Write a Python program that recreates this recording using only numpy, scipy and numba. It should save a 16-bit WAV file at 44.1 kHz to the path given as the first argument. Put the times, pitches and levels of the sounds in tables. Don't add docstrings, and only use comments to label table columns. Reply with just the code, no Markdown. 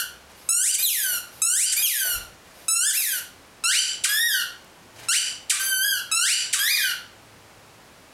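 import sys
import numpy as np
from scipy import signal
from scipy.fft import rfft, irfft, next_fast_len
from scipy.io import wavfile
from scipy.ndimage import uniform_filter1d
from numba import njit

SR = 44100
rng = np.random.default_rng(int(sys.argv[2]) if len(sys.argv) > 2 else 0)


def master(y):
    cut = np.clip(np.atleast_2d(y).T, -1, 1)
    pcm = np.round(cut * 32767)
    wavfile.write(sys.argv[1], SR, pcm.astype(np.int16))


N = 358533
LEAD = SR // 4
TIME = np.arange(-LEAD, N) / SR
TOP_HZ = 15900


def undb(db):
    return 10 ** (np.asarray(db) / 20)


def unit(x):
    return x / np.sqrt(np.mean(x ** 2))


def gain_at(hz, points):
    at_hz, db = np.transpose(points)
    return undb(np.interp(np.log(hz + 1), np.log(at_hz), db))


def noise(colour, size=len(TIME)):
    n = next_fast_len(size)
    f = np.arange(n // 2 + 1) * SR / n
    spectrum = rfft(rng.standard_normal(n)) * colour(f)
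    return unit(irfft(spectrum, n)[:size])


def resonance(f, hz, width_hz):
    return f * width_hz / np.hypot(f * width_hz, f ** 2 - hz ** 2)


def wander(rate_hz, size):
    return noise(lambda f: np.exp(-(f / rate_hz) ** 2), size=size + SR // 4)[:size]


def span(start_s, end_s):
    return np.arange(start_s, end_s, 1 / SR)


def gate(t, rise_s, fall_s):
    return np.clip((t - t[0]) / rise_s, 0, 1) * np.clip((t[-1] - t) / fall_s, 0, 1)


def add(out, start_s, x):
    i = max(int(start_s * SR) + LEAD, 0)
    out[i:i + len(x)] += x[:len(out) - i]


# (frequency [Hz], relative level [dB])
FLAT_SPECTRUM = [(15, -51.5), (25, -16), (64, -10), (97, -8), (463, -10.5), (516, -9.5), (936, -11),
                 (1330, -13), (1940, -15.5), (2610, -16.5), (3520, -20), (4370, -20.5), (5570, -22),
                 (10700, -26.5), (16000, -35)]
# (middle [s], Gaussian half length [s], frequency [Hz], peak level [dB])
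HUM_EVENTS = [(.2, 0.13, 66, -56.5), (1.72, .1, 66, -52), (4.992, .06, 112, -54), (7.3, 0.32, 106, -58)]
FLAT_DB = -50


def flat():
    out = undb(FLAT_DB) * noise(lambda f: gain_at(f, FLAT_SPECTRUM))
    for middle, half, hz, db in HUM_EVENTS:
        swell = np.exp(-((TIME - middle) / half) ** 2 / 2)
        out += undb(db) * swell * np.sin(2 * np.pi * hz * TIME + wander(6, len(TIME)))
    return out


def strain(hz):
    return np.minimum(hz / 1450, 2) ** 1.6


def reed(hz, treble_db, colour, jitter, air_db, split_db):
    split = undb(split_db + 2 * wander(30, len(hz))) * np.clip((hz - 1800) / 500, 0, 1)
    hz = hz * (1 + jitter * (wander(280, len(hz)) + 1.504 * wander(39, len(hz))))
    phase = 2 * np.pi * np.cumsum(hz) / SR
    k = np.arange(1, 26)[:, None] / 2
    f = k * hz
    shelf = np.clip((f - 4800) / 2000, 0, 1)
    size = gain_at(f, colour) * undb(treble_db * shelf) * (f < TOP_HZ)
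    size = size * np.where(k % 1 == 0, 1, split * np.minimum(f / 3800, 1) ** 2.5)
    tone = np.sum(size * np.cos(k * phase), axis=0) / np.sqrt(np.sum(size ** 2, axis=0) / 2)
    air = noise(lambda f: gain_at(f, colour) * np.clip(f / 1500, 0, 1) ** 6, size=len(hz))
    return tone + undb(air_db) * air * (1 + np.cos(phase) / 2)


# (start [s], strongest suction [s], end [s], rise constant [s],
# fall constant [s], resting pitch [Hz], pitch sought at the peak [Hz], resting level [dB],
# peak level before falter and sag [dB], treble shelf before suction and sag [dB], jaw sway [Hz])
REFILL_EVENTS = [(-.15, -.17, .022, .05, .05, 1510, 1900, -20.5, -19, 13, 0),
                 (.78, .825, 1.185, .05, .0565, 1460, 4150, -22, -6.5, 15.5, 0),
                 (1.76, 1.823, 2.165, .063, .051, 1476, 3330, -21.5, -6, 14.5, 0),
                 (2.925, 2.969, 3.195, .022, .048, 1509, 2790, -24, -11.5, 16.5, 0),
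                 (4.085, 4.26, 4.425, .095, .0355, 1513, 1895, -22, -19, 6.5, 0),
                 (5.59, 5.86, 6.0, .022, .035, 1545, 1672, -27, -20, 9, 20),
                 (6.585, 6.732, 6.92, .04, .0315, 1545, 2450, -22.5, -17.5, 5.5, 0)]
# (frequency [Hz], strength [dB])
INLET_REED = [(1450, 4.5), (1860, 4), (2300, 1), (3100, 2), (4600, 0), (6200, -7), (7700, -14.5),
              (9300, -7.5), (11000, -6), (12600, -5), (13700, -10.5), (14600, -22), (16000, -30)]
IN_SPLIT_DB = -5.5
REGISTER_HZ = 2540
JUMP_DB, JUMP_S = -7, .014
STUCK_AIR_DB = 18
LOCK_HZ, LOCK_FROM_HZ = 828, 2150
CLEAN_FROM_HZ, CLEAN_DB = 2900, -12
SPENT_S, LAST_HZ, SPENT_DB, SPENT_TREBLE_DB = .055, 1340, -12, -7
SUCTION_TREBLE_DB = -5.5
JAW_RATE_HZ = 4


def refill(start, peak, end, rise, fall, rest_hz, top_hz, rest_db, top_db, treble_db, sway_hz):
    t = span(start, end)
    rising = t < peak
    suction = 1 / np.cosh((t - peak) / np.where(rising, rise, fall))
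    spent = np.exp((t - end) / SPENT_S)

    reach_hz = np.where(rising, min(top_hz, REGISTER_HZ), top_hz) * 1.
    reach_hz = uniform_filter1d(reach_hz, size=200, mode="nearest")
    hz = rest_hz + (reach_hz - rest_hz) * suction + (LAST_HZ - rest_hz) * spent
    hz = hz + sway_hz * np.sin(2 * np.pi * JAW_RATE_HZ * (t - start))
    cling = np.clip((hz - LOCK_FROM_HZ) / 300, 0, .55)
    hz = hz - cling * LOCK_HZ * np.sin(2 * np.pi * hz / LOCK_HZ) / (2 * np.pi)

    drive = suction * (reach_hz - rest_hz) / (top_hz - rest_hz)
    overblown = np.clip((top_hz - REGISTER_HZ) / LOCK_HZ, 0, 1)
    falter_db = JUMP_DB * overblown * np.exp(-((t - peak) / JUMP_S) ** 2)
    level_db = rest_db + (top_db - rest_db) * drive ** .7 + falter_db + SPENT_DB * spent ** 1.5
    bright_db = treble_db + SUCTION_TREBLE_DB * suction + SPENT_TREBLE_DB * spent
    tone = reed(hz, bright_db, INLET_REED, jitter=.0011 * strain(hz),
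                air_db=-35 + STUCK_AIR_DB * overblown * rising,
                split_db=IN_SPLIT_DB + CLEAN_DB * (hz > CLEAN_FROM_HZ))
    return tone * undb(level_db) * gate(t, .008, .0013)


# (start [s], end [s], fade-in [s], nominal level [dB])
RUSTLE_EVENTS = [(0.272, 0.503, 0.033, -54.5), (1.055, 1.184, .01, -41), (1.246, 1.44, 0.034, -55),
                 (2.036, 2.15, 0.0067, -35.5), (2.159, 2.3, 0.018, -46), (2.42, 2.71, 0.061, -54),
                 (4.93, 5.123, 0.056, -44.5)]
# (frequency [Hz], relative level [dB])
RUG_SPECTRUM = [(88, -35.5), (150, -14.5), (291, -9.5), (514, -1.5), (555, -6.5), (612, 1), (905, -6.5),
                (2020, -2.5), (11000, -13.5), (16000, -23)]


def rustles():
    out = np.zeros(len(TIME))
    for start, end, rise, db in RUSTLE_EVENTS:
        t = span(start, end)
        fibres = noise(lambda f: gain_at(f, RUG_SPECTRUM), size=len(t))
        grain = undb(3.1 * wander(90, len(t)))
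        add(out, start, undb(db - 2.5) * fibres * grain * gate(t, rise, 0.093))
    return out


# (start [s], end [s], level [dB])
SEEP_EVENTS = [(0.335, 0.504, -56), (1.29, 1.44, -51.5), (2.516, 2.71, -57)]


def seep():
    out = np.zeros(len(TIME))
    for start, end, db in SEEP_EVENTS:
        t = span(start, end)
        hiss = noise(lambda f: gain_at(f, INLET_REED) * np.minimum(f / 8000, 1) ** 2, size=len(t))
        add(out, start, undb(db) * hiss * gate(t, 0.05, 0.013))
    return out


# (start [s], buckling [s], end [s], buckling time constant [s], first pitch [Hz],
# creep [Hz/s], top pitch approached [Hz], level built up before buckling [dB],
# treble shelf before buckling [dB], time the reed sounds on as the jaw eases [s])
SQUEEZE_EVENTS = [(.489, .6707, .716, .0152, 1299, 1465, 3179, -10, 12, 0),
                  (1.418, 1.617, 1.662, .0265, 1275, 1420, 3375, -10.5, 10.5, 0),
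                  (2.682, 2.8527, 2.885, .0204, 1301, 561, 1864, -13, 7, .035),
                  (3.638, 3.7422, 3.805, .0162, 1311, 1864, 3137, -16, -3, 0),
                  (5.085, 5.146, 5.19, .0095, 1315, 3300, 3070, -15, .5, 0),
                  (6.114, 6.2915, 6.342, .0198, 1288, 1060, 3131, -16.5, -1, 0)]
# (frequency [Hz], strength [dB])
OUTLET_REED = [(1300, -3.5), (2700, -2), (4000, -4.5), (5300, -4.5), (6600, -4), (8000, 0.5), (9300, -2),
               (10500, -6), (12000, -15), (13200, -17.5), (14500, -26), (16000, -30)]
OUT_SPLIT_DB = -3
SQUEEZE_SWELL_DB, SQUEEZE_SWELL_S = 5.5, .05
BUCKLED_DB, BUCKLED_TREBLE_DB = 3, -3
BUCKLED_AIR_DB = 26
EASE_S, EASED_HZ = .04, 1330


def squeeze(start, buckle, end, buckle_s, first_hz, creep, top_hz, db, treble_db, ease):
    t = span(start, end + max(ease, 0) + .0055)
    buckled = 1 / (1 + np.exp((buckle - t) / buckle_s))
    hz = (first_hz + creep * (t - start)) * (1 - buckled) + top_hz * buckled
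    hz = hz + (EASED_HZ - hz) * np.clip(np.minimum(t - end, ease) / EASE_S, 0, 1)
    level_db = db - SQUEEZE_SWELL_DB * np.exp((start - t) / SQUEEZE_SWELL_S) + BUCKLED_DB * buckled
    tone = reed(hz, treble_db + BUCKLED_TREBLE_DB * buckled, OUTLET_REED, jitter=.0014 * strain(hz),
                air_db=-39.5 + BUCKLED_AIR_DB * buckled ** 3, split_db=OUT_SPLIT_DB)
    return tone * undb(level_db) * gate(t, .0013, .022)


# (frequency [Hz], width [Hz], level [dB])
TUBE_MODES = [(1520, 55, -6), (3020, 125, -2.5), (4690, 140, 1.5), (5880, 270, -7), (7400, 250, -1),
              (9300, 1000, -18.5), (10400, 400, -8)]


def tube(f):
    power = sum((undb(db) * resonance(f, hz, width)) ** 2 for hz, width, db in TUBE_MODES)
    return np.sqrt(power) / (1 + (1150 / (f + 1)) ** 8) / (1 + (f / 12000) ** 8)


# (start [s], end [s], first level [dB], last level [dB])
LEAK_EVENTS = [(.70, 0.785, -19.5, -20), (1.654, 1.74, -16, -15), (3.788, 3.937, -14.5, -41.5),
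               (5.166, 5.314, -23, -37), (6.326, 6.443, -23.5, -28)]


def leak(start, end, first_db, last_db):
    t = span(start, end)
    level_db = np.linspace(first_db, last_db, len(t))
    return noise(tube, size=len(t)) * undb(level_db) * gate(t, 0.0079, 0.052)


# (start [s], level [dB], length [s], pitch fall constant [s], treble shelf [dB])
CHIRP_EVENTS = [(.734, -8, .03, .015, 10), (1.717, -9.5, .029, .008, 10), (4.036, -13, .034, .0069, 1),
                (5.495, -11, .11, .009, 1), (6.526, -15, .062, .0072, 1)]


def chirp(length, glide, treble_db, start_hz=5600, end_hz=1180, decay=0.021):
    t = span(0, length)
    hz = end_hz + (start_hz - end_hz) * np.exp(-t / glide)
    swell = np.minimum(t / 0.012, 1) ** 0.88 * np.exp(-np.maximum(t - .013, 0) / decay)
    rattle = 1 + .05 * wander(700, len(t)) * np.minimum(t / .015, 1)
    tone = reed(hz * rattle, treble_db, OUTLET_REED, jitter=0.01436, air_db=-25, split_db=-7)
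    return tone * swell * gate(t, .001, 0.0081)


def ball():
    out = np.zeros(len(TIME))
    for row in REFILL_EVENTS:
        add(out, row[0], refill(*row))
    for row in SQUEEZE_EVENTS:
        add(out, row[0], squeeze(*row))
    for row in LEAK_EVENTS:
        add(out, row[0], leak(*row))
    for start, db, length, glide, treble_db in CHIRP_EVENTS:
        add(out, start, undb(db) * chirp(length, glide, treble_db))
    return out


# (start [s], level before fades and decay [dB], decay constant [s])
THUMP_EVENTS = [(1.1, -55, .06), (2.08, -47, 0.063), (2.145, -36.5, 0.042), (2.224, -45, 0.03),
                (2.32, -63, 0.088), (3.3, -53, 0.052), (4.96, -64, 0.066)]


def thumps():
    out, t = np.zeros(len(TIME)), span(0, 0.75)
    for start, db, decay in THUMP_EVENTS:
        boom = noise(lambda f: resonance(f, 66, 55) ** 2, size=len(t))
        add(out, start, undb(db) * boom * np.exp(-t / decay) * gate(t, 0.023, .05))
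    return out


# (start [s], level before decay [dB], centre [Hz])
TICK_EVENTS = [(2.968, -36, 600), (3.004, -32, 700), (4.645, -48, 10100), (6.775, -29, 1500)]


def ticks():
    out, t = np.zeros(len(TIME)), span(0, .05)
    for start, db, hz in TICK_EVENTS:
        click = noise(lambda f: resonance(f, hz, 2 * hz), size=len(t))
        add(out, start, undb(db) * click * np.exp(-t / .004))
    return out


# (delay [s], level re direct [dB])
EARLY_ECHOES = [(.0013, -13.5), (.0034, -10), (.0059, -3.5)]
# (time [s], tail level re direct [dB])
TAIL_SHARE = [(3.2, -2.5), (3.6, .5)]
ROOM_T60_S, ROOM_TREBLE_T60_S, ROOM_GAIN_DB = 0.44, 0.27, -1.3


def room(x):
    t, tail = span(0, .7), 0
    edges_hz = np.linspace(0, SR / 2, 12)
    for lo, hi in zip(edges_hz, edges_hz[1:]):
        t60 = np.interp(lo, [2000, 12000], [ROOM_T60_S, ROOM_TREBLE_T60_S])
        band = noise(lambda f: (f >= lo) & (f < hi), size=len(t))
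        tail = tail + band * np.exp(-np.log(1000) * t / t60)
    tail = tail * np.clip((t - .003) / 0.0019, 0, 1)
    tail = tail / np.sqrt(np.sum(tail ** 2))
    early = np.zeros(len(t))
    early[0] = 1
    for delay, db in EARLY_ECHOES:
        early[int(delay * SR)] += undb(db)
    spread = x * undb(np.interp(TIME, *np.transpose(TAIL_SHARE)))
    heard = signal.fftconvolve(x, early) + signal.fftconvolve(spread, tail)
    return undb(ROOM_GAIN_DB) * heard[:len(x)]


def scene():
    in_room = room(ball() + seep() + rustles() + thumps())
    return (in_room + ticks() + flat())[None, LEAD:]


@njit
def follow(power, attack, release):
    out, e = np.empty(len(power)), 0.
    for i in range(len(power)):
        e += (power[i] - e) / (SR * (attack if power[i] > e else release))
        out[i] = e
    return out


def record(dry, threshold_db=-16.3, treble_weight=.75, ratio=10, attack=0.0032, release=0.037, ahead=0.00067):
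    power = dry[0] ** 2 + (treble_weight * np.diff(dry[0], prepend=0)) ** 2
    envelope = np.sqrt(follow(power, attack, release))
    envelope = np.interp(np.arange(N) + ahead * SR, np.arange(N), envelope)
    gain = np.maximum(envelope / undb(threshold_db), 1) ** (1 / ratio - 1)
    low_pass = signal.ellip(10, .2, 70, TOP_HZ, fs=SR, output="sos")
    return signal.sosfilt(low_pass, dry * gain)


dry = scene()
out = record(dry)
master(out)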